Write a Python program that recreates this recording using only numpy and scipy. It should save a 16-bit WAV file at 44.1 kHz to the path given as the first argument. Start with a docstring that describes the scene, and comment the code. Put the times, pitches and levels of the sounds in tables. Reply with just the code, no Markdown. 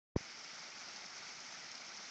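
"""At a rocky cliff a thin waterfall drops past a camera microphone: steady rush, dense spatter, louder splats.
The microphone opens a moment after the start, as a finger bumps the camera body with a short dull thump.
The rush is coloured, patchy noise in a low and a high band; spatter and splats are short bursts of noise.
The thump is a set of brief pushes and pulls passed through a heavily damped resonance."""
import sys
import numpy as np
from scipy import signal
from scipy.fft import rfft, irfft, next_fast_len
from scipy.io import wavfile
from scipy.ndimage import uniform_filter1d, map_coordinates

SR = 44100
rng = np.random.default_rng(int(sys.argv[2]) if len(sys.argv) > 2 else 0)


def waveform_to_disk(signal):
    """Save audio, clipped to [-1, 1], as 16-bit WAV at the path in sys.argv[1]."""
    frames = np.transpose(np.atleast_2d(signal))
    scaled = np.clip(frames, -1, 1) * 32767
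    samples = np.round(scaled).astype(np.int16)
    wavfile.write(sys.argv[1], SR, samples)


N = 92610  # length in samples, 2.1 s

# rms levels before the flow moves them (dB): low rush, high rush, near drops
BODY_DB, HISS_DB, SPATTER_DB = -54.5, -55.5, -58.5
SPLIT_HZ = 3150  # between the low and the high rush
DROPS_PER_S, DROP_SPREAD_DB, DROP_LIFE_S = 1100, 4.5, 0.0007  # rate before clumping
SPLAT_RISE_S, SPLAT_OCTAVES = 0.00042, 0.3  # attack and bandwidth of a splat
CASE_HZ, CASE_Q = 107, 0.59  # the heavily damped camera body
THUMP_TOP_HZ = 5000  # the thump gives little above this
OPEN_S, OPEN_RISE_S = 0.158, 0.014  # the microphone opens
TOP_HZ = 9000  # band limit of the camera


def amp(db):
    """Decibels to gain."""
    return 10 ** (np.asarray(db) / 20)


def unit(x):
    """Scale to rms 1."""
    return x / np.sqrt(np.mean(x ** 2) + 1e-20)


def wobble(rate):
    """A smooth random curve, rate knots a second."""
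    knots = rng.standard_normal(int(N * rate / SR) + 4)
    return map_coordinates(knots, [np.arange(N) * rate / SR])


def filtered(x, response):
    """Filter x by a response of frequency in Hz, padded so that tails do not wrap round."""
    m = next_fast_len(N + SR // 2)
    return irfft(rfft(x, m) * response(np.fft.rfftfreq(m, 1 / SR)), m)[:N]


def thump():
    """A finger's short pushes and pulls on the camera body, which swings back once and settles."""
    # the finger catches, slips and lands: start_s, force_level_db, length_s, way (push +1, pull -1)
    bumps = [(.1583, -37, .0003, 1), (.1613, -22.5, .0006, 1), (0.162, -18, 0.00079, -1),
             (0.1634, -11.5, 0.0016, 1), (.2088, -41.5, 0.00076, -1)]
    t = np.arange(N) / SR
    force = np.zeros(N)
    for start_s, level_db, length_s, way in bumps:
        force += np.sign(way) * amp(level_db) * np.exp(-np.abs(t - start_s) / length_s)
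    soft = filtered(force, lambda hz: 1 / (1 + (hz / THUMP_TOP_HZ) ** 4))

    def case(hz):
        """Acceleration of a damped mass on a spring."""
        return -hz ** 2 / (CASE_HZ ** 2 - hz ** 2 + 1j * hz * CASE_HZ / CASE_Q)

    return filtered(soft, case)


def colour(hz):
    """Gain of the water's spectrum, read on a log axis."""
    # the falling water as it reaches the camera: frequency_hz, density_db (dB per Hz, relative)
    water_spectrum = [(25, -25), (60, -23.5), (110, -15.5), (200, -6), (310, -8), (470, -10.5), (680, -5),
                      (870, -3.5), (1030, -8), (1330, -1), (1720, -5), (2220, 0), (2750, -7.5), (3400, -7),
                      (4080, -6.5), (4550, -2.5), (4850, -1.5), (5230, 1), (5900, -2), (6350, -4),
                      (7000, -12.5), (7450, -17.5), (8000, -28.5), (8550, -34), (9000, -48)]
    f, db = np.transpose(water_spectrum)
    return amp(np.interp(np.log(hz + 1), np.log(f + 1), db))


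def treble_share(hz):
    """Share of the power that belongs to the high rush."""
    return 1 - 1 / (1 + (hz / SPLIT_HZ) ** 6)


def patchy(depth_db):
    """White noise with brief patches of random gain in time and frequency."""
    z = signal.stft(rng.standard_normal(N), nperseg=256)[2]
    field = uniform_filter1d(rng.standard_normal(z.shape), size=4, axis=0)  # over frequency
    field = uniform_filter1d(field, size=7, axis=1)  # over time
    return signal.istft(z * amp(depth_db * unit(field)), nperseg=256)[1][:N]


def rush(flow_db):
    """Countless far impacts merge into a low gurgle and a hiss that follows the flow."""
    body = filtered(patchy(depth_db=1.5), lambda hz: colour(hz) * np.sqrt(1 - treble_share(hz)))
    hiss = filtered(patchy(depth_db=-2.0), lambda hz: colour(hz) * np.sqrt(treble_share(hz)))
    body_gain = amp(BODY_DB + 0.5 * flow_db)  # the gurgle follows at half depth
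    hiss_gain = amp(HISS_DB + flow_db + 0.37 * wobble(60))
    return unit(body) * body_gain + unit(hiss) * hiss_gain


def spatter(flow_db):
    """Near drops burst on the stone in clumps, each a tiny puff of bright noise."""
    hits = rng.random(N) < DROPS_PER_S / SR * amp(2.5 * wobble(40))
    sizes = amp(DROP_SPREAD_DB * np.clip(rng.standard_normal(N), -2, 2))
    # each hit adds power; its amplitude falls by 1/e in DROP_LIFE_S
    power = signal.lfilter([1], [1, -np.exp(-2 / (DROP_LIFE_S * SR))], hits * sizes ** 2)
    puffs = np.sqrt(power) * rng.standard_normal(N)
    drops = filtered(puffs, lambda hz: colour(hz) * (0.4 + treble_share(hz)))
    return unit(drops) * amp(SPATTER_DB + flow_db)


def splats():
    """Each slug of water slapping the rock is a quick burst of noise around its own pitch."""
    # slugs of water and big drops: start_s, peak_db, centre_hz (before the water's colour), fall_s
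    slaps = [(0.297, -43, 2100, 0.005), (0.445, -38.5, 5100, 0.0013), (0.5927, -41.5, 5210, 0.0036),
             (0.8856, -40.5, 5500, 0.0036), (0.96, -42, 5530, 0.0031), (1.0415, -43, 2050, .002),
             (1.06, -41.5, 5450, 0.0056), (1.167, -43, 5300, 0.005), (1.19, -44, 2040, 0.0042),
             (1.29, -42, 6000, .003), (1.4025, -42, 5730, .003), (1.7162, -38, 5830, 0.0011),
             (1.7542, -35.5, 5600, 0.00078), (1.9731, -35, 5060, 0.00065)]
    out, t = np.zeros(N), np.arange(N) / SR
    for start_s, peak_db, centre_hz, fall_s in slaps:

        def band(hz):
            """A bell on the octave axis over a faint floor, in the water's colour."""
            octaves = np.log2((hz + 1) / centre_hz)
            return colour(hz) * (0.15 + np.exp(-0.5 * (octaves / SPLAT_OCTAVES) ** 2))

        age = np.maximum(t - start_s, 0)
        shape = (1 - np.exp(-age / SPLAT_RISE_S)) * np.exp(-age / fall_s)
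        burst = filtered(shape * rng.standard_normal(N), band)
        out += amp(peak_db) * burst / np.abs(burst).max()
    return out


def scene():
    """The waterfall, heard from the moment the microphone opens, and the bump."""
    # the flow swells and eases: time_s, level_db (relative; in full on hiss and spatter)
    flow = [(.16, 0), (.35, -1), (.45, 1), (.62, 0.5), (.78, -0.4), (.92, 1.5), (1.12, -0.1), (1.29, 2.5),
            (1.35, -.8), (1.47, 1), (1.66, 0.45), (1.87, 0), (2.1, 1)]
    t = np.arange(N) / SR
    flow_db = np.interp(t, *np.transpose(flow))
    water = rush(flow_db) + spatter(flow_db) + splats()
    opening = np.clip((t - OPEN_S) / OPEN_RISE_S, 0, 1)
    return (water * opening + thump())[None]


def record(dry):
    """The camera cuts steeply above its band limit."""
    return filtered(dry[0], lambda hz: 1 / (1 + (hz / TOP_HZ) ** 120))[None]


dry = scene()
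out = record(dry)
waveform_to_disk(out)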